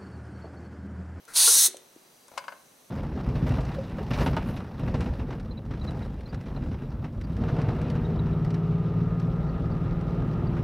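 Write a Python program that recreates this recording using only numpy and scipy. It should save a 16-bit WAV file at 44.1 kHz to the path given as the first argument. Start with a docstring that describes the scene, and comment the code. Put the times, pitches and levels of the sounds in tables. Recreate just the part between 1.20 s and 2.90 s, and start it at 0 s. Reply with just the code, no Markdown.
"""Gas cylinder cracked open and shut

Close up in a small workshop, gas seeps past a valve seat, bursts into a bright hiss for a third
of a second and is cut off. The spindle clacks, hands bump the valve, the threads tick and a last
leak whistles faintly; then a wrench scrapes and knocks on the regulator's fittings.
The room answers briefly over a quiet background."""
import sys
import numpy as np
from scipy import signal
from scipy.fft import rfft, irfft, next_fast_len
from scipy.io import wavfile
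from scipy.ndimage import map_coordinates

SR = 44100
rng = np.random.default_rng(int(sys.argv[2]) if len(sys.argv) > 2 else 0)


def file_out(sig):
    """Save sig as 16-bit WAV at sys.argv[1]."""
    # one column per channel
    cols = np.atleast_2d(sig).T
    # limit, then scale
    lim = np.clip(cols, -1, 1)
    pcm = np.round(lim * 32767).astype(np.int16)
    wavfile.write(sys.argv[1], SR, pcm)


N = 74970

# envelope of the gas burst: time_s, level_db
JET_ENVELOPE = [(.078, -72), (.084, -57.5), (.133, -55), (.138, -41), (.149, -35), (.164, -19),
                (.21, -17.5), (.272, -16.5), (.38, -17.5), (.462, -17), (.474, -24.5), (.484, -34.5),
                (.51, -64)]
# colour of the hiss as the gap opens, at its widest and as it closes: freq_hz, level_db
OPENING_COLOUR = [(30, -44), (200, -38), (500, -29.5), (900, -19), (1250, -21), (1600, -19.5), (2100, -22),
                  (2750, -15.5), (3150, -14), (3550, -8), (4400, -2.5), (5200, -9.5), (6300, -3.5),
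                  (7300, -12), (8100, -6), (8500, -5.5), (9000, -0.5), (10300, -2.5), (12000, -15),
                  (13000, -12.5), (15700, -19)]
WIDEST_COLOUR = [(30, -43), (200, -36), (500, -27.5), (900, -22.5), (1500, -20.5), (2400, -24), (3300, -15),
                 (4000, -5), (4600, -12.5), (5100, -3.5), (5400, -5.5), (6200, 0.5), (7100, -6.5),
                 (7550, -6), (8100, -2.5), (9000, 0.5), (10900, -2.5), (12000, -14), (13500, -12),
                 (15700, -21)]
CLOSING_COLOUR = [(30, -62), (200, -33.5), (500, -30), (900, -23), (1700, -21), (2130, -18), (2450, -23.5),
                  (3300, -14.5), (4050, -3), (4800, -12), (5800, -1.5), (6500, -1), (7400, -7.5),
                  (7950, -2.5), (9000, -1.5), (10100, -4), (11400, -4.5), (12400, -11.5), (15700, -14.5)]
# when each colour is reached: opening_s, widest_s, closing_s
COLOUR_TIMES = (.23, 0.312, 0.392)
# how centred the gas sounds: freq_hz, left_right_correlation
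GAS_CORRELATION = [(100, .98), (600, .9), (1400, .95), (3000, .955), (12000, .95)]
# where the gas sits: freq_hz, left_minus_right_db
GAS_PAN = [(100, -3), (1000, 7), (3000, 1), (12000, -0.5)]
# colour of the leak before the burst: freq_hz, level_db
SEEP_COLOUR = [(150, -12), (450, -11), (900, -8.5), (1300, -6), (1460, 4), (1650, -5), (2100, -7),
               (3000, -23), (5000, -13.5), (9000, -16), (15000, -23.5)]
# wrench hits on the fittings: start_s, level_db, cutoff_hz, rise_s
WRENCH_HITS = [(1.082, -43, 1600, 0.0022), (1.1725, -28.5, 1200, 0.0018), (1.1762, -24.5, 11100, 0.00071),
               (1.24, -38, 3500, 0.00085), (1.281, -27, 2480, 0.00028), (1.3199, -30.5, 1720, 0.0013)]
# ring of regulator and wrench: pitch_hz, level_db, t60_s
METAL_MODES = [(558, -12.5, 0.11), (628, -18, 0.11), (867, -8, 0.046), (975, -3.5, .05), (1065, -2, 0.057),
               (1270, -15, 0.037), (1490, -3.5, 0.047), (1602, -5, .05), (2117, -5, 0.051),
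               (2580, -11, 0.057), (2945, -13, 0.08), (4150, -11, 0.046), (4520, -9, .04),
               (4793, -7.5, 0.082), (5130, -12, 0.047)]
# noisy attack of a hit: freq_hz, level_db
CRACK_COLOUR = [(200, -26), (400, -15), (600, -11.5), (1050, -3), (1550, 1), (1850, -10), (2200, -7.5),
                (3000, -9.5), (3500, -11), (4800, -11.5), (6000, -11), (9000, -13.5), (15000, -29.5)]
# spindle clacks: start_s, level_db
SPINDLE_HITS = [(.0805, -45.5), (.277, -22), (0.2884, -33.5)]
# ring of the valve body: pitch_hz, level_db, t60_s
VALVE_MODES = [(464, -9, 0.096), (927, -13, 0.064), (1114, -3.5, .04), (1396, 0, 0.042), (1600, -16, .03)]
# hand on the handwheel: start_s, level_db, pitch_hz, t60_s
HAND_HITS = [(.36, -42, 313, 0.064), (.482, -40.5, 372.5, 0.095), (.507, -46, 385, 0.16),
             (0.5444, -32.5, 560, 0.026), (.562, -45, 488, 0.034), (.593, -50, 580, 0.035),
             (.762, -41.5, 324, 0.036)]
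# partials of a bump: pitch_ratio, level_db
BUMP_PARTIALS = [(.68, -12.5), (1.001, 0.5), (1.22, -13)]
# ticks of the threads: start_s, level_db
THREAD_TICKS = [(0.052, -50.5), (.569, -39.5), (1.082, -49.5)]
# colour of a tick: freq_hz, level_db
TICK_COLOUR = [(500, -15), (3500, -10), (6500, -2), (10500, -6.5), (13000, -19), (16000, -25)]
# slips of the wrench as it is seated: start_s, level_db
WRENCH_SLIPS = [(1.115, -48), (1.136, -48), (1.148, -52), (1.161, -52.5)]
# colour of a slip: freq_hz, level_db
SLIP_COLOUR = [(40, -20), (80, -6), (200, -13), (450, -1.5), (750, 2.5), (1150, -5.5), (1800, -17.5),
               (5000, -19), (12000, -34)]
# length of the reverb: freq_hz, t60_s
REVERB_DECAY = [(200, 0.8), (1000, 0.49), (4000, .38), (9000, 0.3), (15000, 0.16)]
# colour of the reverb: freq_hz, level_db
REVERB_COLOUR = [(200, 7), (1000, 5), (1700, 6), (2500, 7.5), (4000, 0.5), (6000, -3.5), (10000, -1.5),
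                 (15000, -2)]
# colour of the room tone: freq_hz, level_db
ROOM_TONE_COLOUR = [(25, -21), (70, -22), (150, -6), (240, -6), (400, -6.5), (700, -6), (1500, -12.5),
                    (3000, -15), (6000, -19), (9000, -25), (12000, -24), (15800, -26)]
# how centred the room tone sounds: freq_hz, left_right_correlation
ROOM_TONE_CORRELATION = [(100, .93), (200, 0.99), (400, 0.62), (800, 0.09), (2400, 0.14), (4400, 0.42),
                         (8000, 0.42), (15000, 1)]
# faint whines in the room tone: centre_hz, width_hz, level_db
WHINE_BANDS = [(3964, 120, -76.5), (6050, 200, -73.5), (13100, 400, -73)]

KNOCK_PAN_DB, SOFT_PAN_DB = 5.5, 4  # hard and soft contacts both sit to the left


def amp(db):
    """Decibels to gain."""
    return 10 ** (np.asarray(db) / 20)


def unit(x):
    """Scale to rms 1."""
    return x / np.sqrt(np.mean(x ** 2) + 1e-20)


def along(points, hz):
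    """Read a curve of (freq_hz, value) points on a log frequency axis."""
    freqs, values = np.transpose(points)
    return np.interp(np.log(hz + 1), np.log(freqs + 1), values)


def pan(db):
    """Left and right gains, the left louder by db."""
    return amp(np.array([[.5], [-.5]]) * db)


def attack(t, rise_s):
    """Exponential fade-in."""
    return 1 - np.exp(-t / rise_s)


def filtered(x, response):
    """EQ x with a gain given as a function of frequency."""
    n = x.shape[-1]
    padded = next_fast_len(n + SR // 4)
    return irfft(rfft(x, padded) * response(np.fft.rfftfreq(padded, 1 / SR)), padded)[..., :n]


def noise(colour, size):
    """Coloured mono noise of rms 1."""
    return unit(filtered(rng.standard_normal(size), lambda hz: amp(along(colour, hz))))


def narrow_noise(centre_hz, width_hz):
    """A wavering tone of rms 1: noise through one narrow peak."""
    white = rng.standard_normal(N)
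    return unit(filtered(white, lambda hz: 1 / (1 + (2 * (hz - centre_hz) / width_hz) ** 2)))


def stereo_noise(colour, correlation):
    """Coloured noise of rms 1, wider where the correlation is low."""
    def mid_side_gains(hz):
        angle = np.arccos(np.clip(along(correlation, hz), -1, 1)) / 2
        return amp(along(colour, hz)) * [np.cos(angle), np.sin(angle)]
    mid, side = filtered(rng.standard_normal((2, N)), mid_side_gains)
    return unit(np.array([mid + side, mid - side]))


def add(track, start_s, sound):
    """Mix a sound into a track."""
    part = track[max(round(start_s * SR), 0):][:len(sound)]
    part += sound[:len(part)]


def jet(flutter_db=0.3, flutter_per_s=120):
    """Turbulent gas rings the valve's passages; their resonances shift as the spindle turns."""
    t = np.arange(N) / SR
    flutter = map_coordinates(rng.standard_normal(N), [t * flutter_per_s], order=1)
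    level = amp(np.interp(t, *np.transpose(JET_ENVELOPE)) + flutter_db * flutter)
    hiss = np.zeros((2, N))
    for colour, share in zip((OPENING_COLOUR, WIDEST_COLOUR, CLOSING_COLOUR), np.eye(3)):
        crossfade = np.sqrt(np.interp(t, COLOUR_TIMES, share))  # equal power
        hiss += crossfade * stereo_noise(colour, GAS_CORRELATION)
    return filtered(level * hiss, lambda hz: pan(along(GAS_PAN, hz)))


def seep(start_s=0.077, end_s=0.18, fade_s=0.0035, level_db=-51.5):
    """A thin, breathy leak with a hollow resonance as the seat first lifts."""
    t = np.arange(N) / SR
    gate = np.clip(np.minimum(t - start_s, end_s - t) / fade_s, 0, 1)
    breath = stereo_noise(SEEP_COLOUR, GAS_CORRELATION)
    return amp(level_db) * gate * filtered(breath, lambda hz: pan(along(GAS_PAN, hz)))


def wrench_knocks(ring_db=-6.5, crack_db=-3, crack_t60_s=0.049, rebound_s=.004, rebound_db=-8):
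    """Each knock cracks, rings the hand-damped metal and chatters in two weaker rebounds."""
    track, t = np.zeros(N), np.arange(SR // 4) / SR
    for start_s, db, cutoff_hz, rise_s in WRENCH_HITS:
        for bounce in range(3):
            ring = np.zeros(len(t))
            for hz, mode_db, t60 in METAL_MODES:
                decay = amp(mode_db + rng.normal(0, 1) - 60 * t / t60)
                ring += decay * np.sin(2 * np.pi * (hz * t + rng.random()))
            crack = noise(CRACK_COLOUR, len(t)) * amp(crack_db - 60 * t / crack_t60_s)
            blow = (amp(ring_db) * ring + crack) * attack(t, rise_s)
            blow = filtered(blow, lambda hz: (1 + 1j * hz / cutoff_hz) ** -2)  # soft hits are duller
            delay_s = bounce * rebound_s * rng.uniform(.8, 1.2)
            add(track, start_s + delay_s, amp(db + bounce * rebound_db) * blow)
    return track * pan(KNOCK_PAN_DB)


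def spindle_clacks():
    """The spindle takes up its play and briefly rings the valve body."""
    track, t = np.zeros(N), np.arange(SR // 5) / SR
    ring = sum(amp(db - 60 * t / t60) * np.sin(2 * np.pi * hz * t) for hz, db, t60 in VALVE_MODES)
    for start_s, db in SPINDLE_HITS:
        add(track, start_s, amp(db) * ring * attack(t, rise_s=0.00085))
    return track * pan(KNOCK_PAN_DB)


def hand_bumps():
    """A soft hand on the handwheel sounds only a few low modes."""
    track, t = np.zeros(N), np.arange(SR // 4) / SR
    for start_s, db, hz, t60 in HAND_HITS:
        ring = sum(amp(level) * np.sin(2 * np.pi * hz * ratio * t) for ratio, level in BUMP_PARTIALS)
        add(track, start_s, ring * amp(db - 60 * t / t60) * attack(t, rise_s=0.0006))
    return track * pan(SOFT_PAN_DB)


def thread_ticks(t60_s=0.021):
    """Tiny bright clicks as the threads slip."""
    track, t = np.zeros(N), np.arange(SR // 10) / SR
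    for start_s, db in THREAD_TICKS:
        add(track, start_s, noise(TICK_COLOUR, len(t)) * amp(db - 60 * t / t60_s))
    return track


def wrench_slips(t60_s=0.09):
    """The wrench scrapes over the nut in short dull rubs."""
    track, t = np.zeros(N), np.arange(SR // 5) / SR
    for start_s, db in WRENCH_SLIPS:
        envelope = amp(db - 60 * t / t60_s) * attack(t, rise_s=0.001)
        add(track, start_s, noise(SLIP_COLOUR, len(t)) * envelope)
    return track * pan(SOFT_PAN_DB)


def leak_whistle(start_s=0.72, peak_s=1.05, end_s=1.1, level_db=-70.5):
    """A last faint leak whistles at the closed valve, swells and stops."""
    swell = np.sqrt(np.interp(np.arange(N) / SR, [start_s, peak_s, end_s], [0, 1, 0]))
    return amp(level_db) * narrow_noise(centre_hz=4740, width_hz=240) * swell


def early_reflections(x, count=6, each_db=-20.5, within_s=.014):
    """Weak slaps off the wall and cylinder comb the spectrum."""
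    delays = within_s * rng.uniform(.2, 1, count)
    return filtered(x, lambda hz: 1 + amp(each_db) * sum(np.exp(-2j * np.pi * hz * d) for d in delays))


def reverb(x, width=0.48):
    """The workshop's short tail, dying fastest in the treble."""
    hz, t, bands = signal.stft(rng.standard_normal((2, SR // 2)), SR, nperseg=256)
    decay = amp(along(REVERB_COLOUR, hz)[:, None] - 60 * t / along(REVERB_DECAY, hz)[:, None])
    mid, side = signal.istft(bands * decay * attack(t, rise_s=0.0032), SR)[1]
    tail = np.array([mid + width * side, mid - width * side])
    tail /= np.linalg.norm(tail[0])
    return signal.fftconvolve(x.mean(axis=0)[None], tail, axes=1)[:, :N]


def room_tone(bed_db=-59.5):
    """A steady bed of room noise and hiss with a few faint whines."""
    whine = sum(amp(db) * narrow_noise(hz, width_hz) for hz, width_hz, db in WHINE_BANDS)
    return amp(bed_db) * stereo_noise(ROOM_TONE_COLOUR, ROOM_TONE_CORRELATION) + whine


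def scene(gas_send_db=-16.5, handling_send_db=-16, low_cut_hz=230):
    """Gas and handling, each with its reverb send, over the room tone."""
    gas = early_reflections(jet() + seep()) + leak_whistle()
    contacts = wrench_knocks() + spindle_clacks() + hand_bumps() + thread_ticks()
    low_cut = signal.butter(3, low_cut_hz, "high", fs=SR, output="sos")  # small parts give little bass
    handling = signal.sosfilt(low_cut, contacts) + wrench_slips()
    wet = amp(gas_send_db) * reverb(gas) + amp(handling_send_db) * reverb(handling)
    return gas + handling + wet + room_tone()


def record(dry):
    """A brick-wall high cut at 15.8 kHz."""
    return filtered(dry, lambda hz: hz < 15800)


dry = scene()
out = record(dry)
file_out(out)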